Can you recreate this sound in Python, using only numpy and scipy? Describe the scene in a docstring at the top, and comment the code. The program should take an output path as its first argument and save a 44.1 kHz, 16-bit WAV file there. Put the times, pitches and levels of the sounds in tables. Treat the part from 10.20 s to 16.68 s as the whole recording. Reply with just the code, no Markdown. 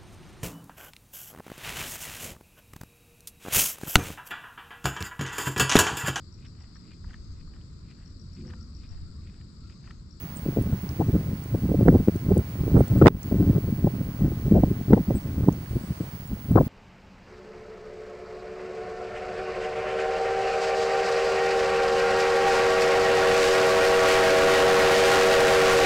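"""Gusty wind right on a camera's two microphone ports, on the shore of a shallow lagoon.
Turbulence rumbles, single eddies thump, and the flow flaps as it tears off a port's edge.
The hardest gust overloads the recorder, so its gain ducks and climbs back.
Close by are a few tiny ticks and the camera's own high whine; farther off, thin bird chips
and the hush of air over rippled water."""
import sys
import numpy as np
from scipy import signal
from scipy.io import wavfile
from scipy.ndimage import uniform_filter1d

SR = 44100
rng = np.random.default_rng(int(sys.argv[2]) if len(sys.argv) > 2 else 0)


def transcribe(signal):
    """Save signal, clipped to [-1, 1], as a 16-bit WAV file at the path in sys.argv[1]."""
    frames = np.atleast_2d(signal).T
    limited = np.clip(frames, -1, 1)
    pcm = np.round(limited * 32767).astype(np.int16)
    wavfile.write(sys.argv[1], SR, pcm)


N = 285768
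TIME = np.arange(N) / SR

# gusts reaching the microphone: (start [s], hold [s], wind level [dB])
WIND_GUSTS = [(0.251, 0.075, -30), (0.383, .16, -25.5), (0.63, 0.093, -30.5), (0.792, 0.22, -25.5),
              (1.068, 0.061, -30.5), (1.334, 0.031, -22.5), (1.43, 0.025, -23), (1.496, .13, -21.5),
              (1.648, 0.12, -20.5), (1.787, 0.017, -20), (2.064, 0.07, -23.5), (2.09, 0.092, -21.5),
              (2.408, 0.11, -25.5), (2.547, 0.069, -17), (2.719, .08, -21), (2.807, 0.076, -16),
              (2.897, 0.062, -23), (3.12, 0.24, -21.5), (3.429, 0.053, -28), (3.642, 0.049, -24.5),
              (3.785, 0.039, -27.5), (4.004, .12, -23.5), (4.222, 0.12, -25), (4.31, 0.077, -19),
              (4.427, 0.0088, -18), (4.47, 0.064, -30), (4.598, 0.007, -23.5), (4.701, 0.028, -18),
              (4.758, .05, -26), (4.887, 0.057, -21.5), (5.044, .08, -29.5), (5.172, .14, -24),
              (5.514, 0.035, -27.5), (5.699, 0.014, -28), (5.811, 0.014, -31), (6.105, 0.031, -29),
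              (6.298, 0.11, -23.5), (6.463, 0.022, -28)]
# the breeze that never drops: (time [s], wind level before trim [dB])
STEADY_BREEZE = [(0.0, -34.5), (0.41, -33.5), (3.47, -26.5), (4.0, -30.5), (4.24, -29), (6.19, -38),
                 (6.48, -28)]
# spectrum of the large eddies: (frequency [Hz], relative density [dB])
RUMBLE_SPECTRUM = [(20, -13), (35, -20), (60, 1), (100, 3), (150, 4), (220, -4), (300, -20), (450, -21),
                   (800, -61)]
# spectrum of the small eddies: (frequency [Hz], relative density [dB])
FLUTTER_SPECTRUM = [(120, -15), (220, 4.5), (320, -1), (450, -10.5), (650, -24.5), (900, -34),
                    (1400, -26.5), (2500, -68)]
# single eddies hitting a port: (time [s], peak before trim [dB], low-pass [Hz], leftward pan [dB])
EDDY_HITS = [(0.263, -18, 493, 12), (0.29, -15.5, 390, 11), (0.372, -10.5, 576, 13),
             (0.387, -12.5, 545, 16), (0.801, -11, 467, 12), (0.956, -11, 430, 17), (1.35, -13.5, 595, 23),
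             (1.518, -11.5, 513, -25), (1.611, -9, 550, 20), (1.662, -9.5, 524, -18), (1.682, -1, 710, -10),
             (1.693, -1.5, 395, 9), (1.751, -5.5, 646, -16), (1.759, -9, 500, -10),
             (1.884, -3.5, 440.6, 13), (1.96, -15, 347, 14), (2.117, -8.5, 487, -15),
             (2.171, -8.5, 524, 14), (2.48, -14, 510, -18), (2.558, -9.5, 367, -18),
             (2.589, -14.5, 690, -24), (2.822, -4.5, 640, 17), (2.86, 2, 820, 14), (2.871, 10.5, 800, -27),
             (2.88, 5, 810, -13), (3.145, -16, 475, 16), (3.212, -7.5, 322, 13), (3.301, -4, 223, -16),
             (3.384, -13.5, 425, -22), (3.529, -12.5, 235, 9), (3.647, -10, 350, 15),
             (4.024, -16.5, 328, -16), (4.324, -2.5, 342, 7), (4.436, -6.5, 466, -17),
             (4.516, -12, 340, 13), (4.735, -.5, 580, 21), (4.908, -8, 640, -12), (5.287, -4, 433, -15),
             (5.569, -16, 360, 12), (5.809, -18, 402, 7), (6.362, -1.5, 480, 19), (6.41, -6, 615, 19)]
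# flow tearing off a port's edge: (middle [s], length [s], rms ahead of the ports [dB], top [Hz])
EDGE_FLAPS = [(0.372, 0.0081, -32, 706), (0.815, .017, -21.5, 1060), (1.547, 0.013, -18, 655),
              (1.6852, 0.0021, -8.5, 1650), (1.751, 0.0073, -20, 890), (1.885, 0.0024, -28.5, 2390),
              (2.115, 0.018, -21, 835), (2.167, 0.012, -24, 760), (2.608, 0.0036, -13, 1030),
              (2.82, 0.01, -14, 1610), (2.861, 0.0025, -6.5, 2170), (2.871, 0.003, -2, 2330),
              (2.8795, 0.0031, -1, 3340), (2.8817, 0.0039, 9, 1500), (3.674, 0.0067, -16.5, 940),
              (4.366, 0.038, -17.5, 776), (4.438, 0.0031, -16, 1065), (4.734, 0.0042, -12.5, 1850),
              (4.775, 0.016, -21.5, 950), (4.914, 0.023, -24, 670), (5.288, .007, -20.5, 1125),
              (6.359, 0.0016, -12, 1210), (6.38, 0.018, -15, 1400), (6.413, 0.0031, -13.5, 1160)]
# ticks close to the microphone: (time [s], peak [dB], centre [Hz], leftward pan [dB])
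NEAR_TICKS = [(0.171, -36.5, 7350, 5), (0.424, -37.5, 9500, -7), (0.622, -41, 9550, -9),
              (0.691, -36.5, 4860, -2), (1.239, -40.5, 7660, 6), (1.962, -38, 7500, 6),
              (2.179, -32.5, 8370, -2), (2.681, -38, 8300, -1), (2.786, -42, 8000, 0),
              (3.031, -35.5, 7150, 2), (5.327, -41, 6500, -5), (5.461, -44, 1890, -13),
              (6.076, -40, 7600, 2), (6.317, -43, 9500, -5)]
# birds farther off: (time [s], length [s], pitch [Hz], level [dB])
BIRD_CHIPS = [(0.016, 0.032, 6100, -56), (0.149, .05, 8620, -49.5), (2.582, 0.03, 8700, -49.5),
              (4.947, 0.039, 8120, -45.5), (5.59, .09, 7860, -65), (5.79, .07, 7900, -64)]
# spectrum of air and rippled water: (frequency [Hz], relative density [dB])
HUSH_SPECTRUM = [(100, -50), (200, -14), (400, 4), (800, 6.5), (1300, 2), (2100, -1), (3200, -7),
                 (5500, -8), (7300, -16), (9000, -11.5), (11000, -18.5), (15000, -17)]
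# narrow colours in the hiss: (centre [Hz], width [Hz], rms before lift [dB])
HISS_BANDS = [(4600, 180, -70.5), (9110, 940, -66.5)]
# the lagoon heard from the shore: (time [s], hush level [dB], lift of the hiss bands [dB])
LAGOON_LEVELS = [(0, -49, 4.5), (0.7, -48, 3), (1.3, -50, 5), (2.2, -49, 4), (2.7, -47, 5.5), (3.5, -50, 3),
                 (4.4, -49, 2.5), (5.3, -50, 3.5), (5.6, -49.5, 7), (5.9, -48, 4.5), (6.1, -51, 3.5),
                 (6.48, -50, 4)]
# the camera's whine in its own microphone: (time [s], left peak [dB], right peak [dB])
WHINE_LEVELS = [(0, -59, -39.5), (1.1, -64, -42.5), (2.2, -58, -42.5), (2.7, -56, -39.5), (3.2, -54, -39.5),
                (4.2, -62, -43.5), (4.8, -59, -41.5), (5.7, -60, -48), (5.9, -58, -42.5),
                (6.48, -52, -42.5)]


def turbulence(rumble_trim_db=1.5, flutter_base_db=-31, flutter_growth=1.3, typical_gust_db=-24):
    """Wind on the microphone: large eddies rumble; small ones come in lumps and wander between ports."""
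    rumble_db = wind_db() + 3.5 * np.tanh(drift(12))
    # small eddies grow faster with the wind than the rumble does
    flutter_db = flutter_base_db + flutter_growth * (rumble_db - typical_gust_db)
    lumps = np.tanh(drift(45))
    rumble = evened(coloured(RUMBLE_SPECTRUM)[0] * from_db(5 * lumps), span_s=0.065)
    flutter = evened(coloured(FLUTTER_SPECTRUM)[0] * from_db(14 * lumps), span_s=0.035)
    pressure = from_db(rumble_db + rumble_trim_db) * rumble + from_db(flutter_db) * flutter
    pressure = filtered(pressure, "low", 1300, order=4)  # the smallest eddies cancel across the opening
    return at_ports(pressure, pan_db=12 * drift(12.6))


def wind_db(attack_s=0.014, release_s=0.026, breeze_trim_db=-4.5):
    """Wind level at the camera: each gust swells, holds and dies back to the breeze."""
    t = TIME[::64]
    start, hold, db = np.transpose(WIND_GUSTS)[:, :, None]
    fade = np.maximum(start - t, 0) / attack_s + np.maximum(t - start - hold, 0) / release_s
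    gust_db = np.max(db - 20 / np.log(10) * fade, axis=0)
    breeze_db, = in_time(STEADY_BREEZE)
    return np.maximum(breeze_db + breeze_trim_db, np.interp(TIME, t, gust_db))


def eddies(leak_hz=125, inertia_hz=200, trim_db=0.5, neighbour_db=-10, spacing_s=0.006905):
    """Thumps on a port: each is a pressure kick with a rebound, with a weaker eddy before and after."""
    out = np.zeros((2, N))
    kick = filtered(signal.unit_impulse(2048), "high", leak_hz)
    push = filtered(kick, "low", inertia_hz, order=1)
    signs = rng.choice([-1, 1], (len(EDDY_HITS), 3))
    lags = spacing_s * rng.uniform(.5, 1.5, (len(EDDY_HITS), 3)) * np.array([-1, 0, 1])
    sizes = from_db([neighbour_db, 0, neighbour_db])
    for (s, db, sharp_hz, pan_db), row_signs, row_lags in zip(EDDY_HITS, signs, lags):
        pulse = filtered(push, "low", sharp_hz, order=4)
        start = s - np.abs(pulse).argmax() / SR
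        thump = at_ports(from_db(db + trim_db) * pulse / np.abs(pulse).max(), pan_db)
        for size, lag in zip(row_signs * sizes, row_lags):
            add(out, start + lag, size * thump)
    return out


def flaps(low_ratio=0.21, pan_db=14.5):
    """Flow tears off a port's edge in a few uneven swings of like height, some dull, some bright."""
    out, t = np.zeros((2, N)), TIME[:8192] - TIME[4096]
    for s, length, db, top_hz in EDGE_FLAPS:
        low_hz = top_hz * low_ratio
        swings = filtered(rng.standard_normal(len(t)), "band", [low_hz, top_hz])
        swings = evened(filtered(swings, "low", low_hz, order=1), span_s=0.0033)
        window = np.exp(-np.abs(2 * t / length) ** 4 / 2)
        flap = window * filtered(swings, "low", top_hz, order=6)
        flap *= from_db(db) * np.linalg.norm(window) / np.linalg.norm(flap)
        add(out, s + t[0], at_ports(flap, pan_db * port_hit(s)))
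    return out


def port_hit(s):
    """The port that the eddy nearest in time hits: 1 left, -1 right."""
    times, *_, pans = np.transpose(EDDY_HITS)
    return np.sign(pans[np.abs(times - s).argmin()])


def at_ports(pressure, pan_db, split_hz=650):
    """Both ports share the bass; eddies smaller than the gap between them favour the port they hit."""
    bass = filtered(pressure, "low", split_hz, order=1)
    bass = filtered(bass[::-1], "low", split_hz, order=1)[::-1]  # backwards, to cancel the phase lag
    fine = pressure - bass
    return pressure + fine * (panned(pan_db) - 1.5)


def ticks(decay_s=0.0012, band_ratio=1.17):
    """Dry, bright ticks close to the microphone, a millisecond or two long."""
    out, t = np.zeros((2, N)), TIME[:1024]
    for s, db, hz, pan_db in NEAR_TICKS:
        burst = rng.standard_normal((2, len(t))) * np.exp(-t / decay_s)
        tick = filtered(burst, "band", [hz / band_ratio, hz * band_ratio])
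        tick /= np.abs(tick.mean(axis=0)).max()
        add(out, s, from_db(db) * tick * panned(pan_db))
    return out


def birds(hook=0.057, hook_s=0.0051, waver=.014, echo_db=-7, echo_decay_s=.07):
    """Thin, distant chips that hook down onto their pitch and scatter back from the shore."""
    chips, wobble = np.zeros((2, N)), waver * drift(150)
    for s, length, hz, db in BIRD_CHIPS:
        t = TIME[:int(length * SR)]
        pitch = hz * (1 + hook * np.exp(-t / hook_s) + np.interp(s + t, TIME, wobble))
        envelope = np.sqrt(np.abs(np.sin(np.pi * t / length)))
        add(chips, s, from_db(db) * envelope * np.sin(2 * np.pi * np.cumsum(pitch) / SR))
    scatter = rng.standard_normal((2, SR // 2)) * np.exp(-TIME[:SR // 2] / echo_decay_s)
    echo = signal.fftconvolve(chips, scatter / np.linalg.norm(scatter[0]), axes=1)[:, :N]
    return chips + from_db(echo_db) * echo


def lagoon(shared_power=0.075, hush_pan_db=-2, hiss_pan_db=-5):
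    """Wide, even hush of air over rippled water, a little to the right, with two narrow bands of hiss."""
    hush_db, lift_db = in_time(LAGOON_LEVELS)
    left, right, both = coloured(HUSH_SPECTRUM, channels=3)
    hush = np.sqrt(1 - shared_power) * np.array([left, right]) + np.sqrt(shared_power) * both
    out = from_db(hush_db) * hush * panned(hush_pan_db)
    for hz, width, db in HISS_BANDS:
        band = filtered(rng.standard_normal((2, N)), "band", [hz - width / 2, hz + width / 2], order=1)
        out += from_db(db + lift_db) * rms_one(band) * panned(hiss_pan_db)
    return out


def whine(hz=15678.6, waver_db=1.0):
    """A steady tone from the camera's electronics, mostly in the right channel."""
    level_db = np.array(in_time(WHINE_LEVELS)) + waver_db * drift(15)
    return from_db(level_db) * np.sin(2 * np.pi * hz * TIME)


def from_db(db):
    """Decibels to gain."""
    return 10 ** (np.asarray(db) / 20)


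def rms_one(x):
    """Scale to unit rms."""
    return x / np.sqrt(np.mean(x ** 2) + 1e-20)


def in_time(rows):
    """Each column of a curve at every sample."""
    s, *columns = np.transpose(rows)
    return [np.interp(TIME, s, c) for c in columns]


def filtered(x, kind, hz, order=2):
    """Causal Butterworth filter."""
    return signal.sosfilt(signal.butter(order, np.clip(hz, 10, .45 * SR), kind, fs=SR, output="sos"), x)


def drift(rate_hz):
    """Random wander of unit rms, mostly slower than rate_hz."""
    step = 40  # samples per drawn value
    pole = np.exp(-2 * np.pi * rate_hz * step / SR)
    white = rng.standard_normal(N // step + 2002)
    slow = signal.lfilter([1], [1, -2 * pole, pole * pole], white)[2000:]
    return np.interp(np.arange(N) / step, np.arange(len(slow)), rms_one(slow))


def coloured(spectrum, channels=1):
    """Noise of unit rms from half-octave bands that follow a spectrum."""
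    hz, db = np.transpose(spectrum)
    edges = 18 * 2 ** np.arange(0, 10.1, .5)
    white, out = rng.standard_normal((2, channels, N)), 0
    for k, (low, high) in enumerate(zip(edges, edges[1:])):
        if high > hz[0] and low < hz[-1]:
            gain = from_db(np.interp(np.log(low * high) / 2, np.log(hz), db))
            out = out + gain * filtered(white[k % 2], "band", [low, high])
    return rms_one(out)


def evened(x, span_s):
    """Take slow swells out of a noise and keep its fast lumps."""
    size = max(int(span_s * SR), 2)
    return x / np.sqrt(uniform_filter1d(uniform_filter1d(x ** 2, size), size) + 1e-6)


def add(track, s, sound):
    """Mix a sound in at time s."""
    at = max(round(s * SR), 0)
    track[:, at:at + sound.shape[-1]] += sound[..., :N - at]


def panned(pan_db):
    """Left and right gains around a mean of 1; positive is to the left."""
    gains = from_db(np.array([[.5], [-.5]]) * pan_db)
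    return gains / gains.mean()


def scene():
    """Wind on the microphone, with the quiet shore behind it."""
    return turbulence() + eddies() + flaps() + lagoon() + ticks() + birds() + whine()


def ducking(x, threshold_db=-31, depth_db=10, release_db_per_s=80, delay_s=.009):
    """The recorder's gain control: a harsh overload pulls it down a moment later, then it climbs back."""
    treble_power = np.mean(filtered(x, "high", 1600, order=4) ** 2, axis=0)
    treble_db = 10 * np.log10(np.abs(filtered(treble_power, "low", 8, order=1)) + 1e-12)
    cut_db = np.clip(3 * (treble_db - threshold_db), 0, depth_db)
    recovery_db = release_db_per_s * TIME
    cut_db = np.maximum.accumulate(cut_db + recovery_db) - recovery_db
    cut_db = filtered(cut_db, "low", 120, order=1)
    return from_db(-np.interp(TIME - delay_s, TIME, cut_db))


def record(dry):
    """The camera's input clips at full scale, its gain ducks after overload, and the top is cut."""
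    clipped = np.clip(dry, -1, 1)
    top_cut = signal.ellip(12, .1, 80, 16100, fs=SR, output="sos")
    return signal.sosfilt(top_cut, clipped * ducking(clipped))


dry = scene()
out = record(dry)
transcribe(out)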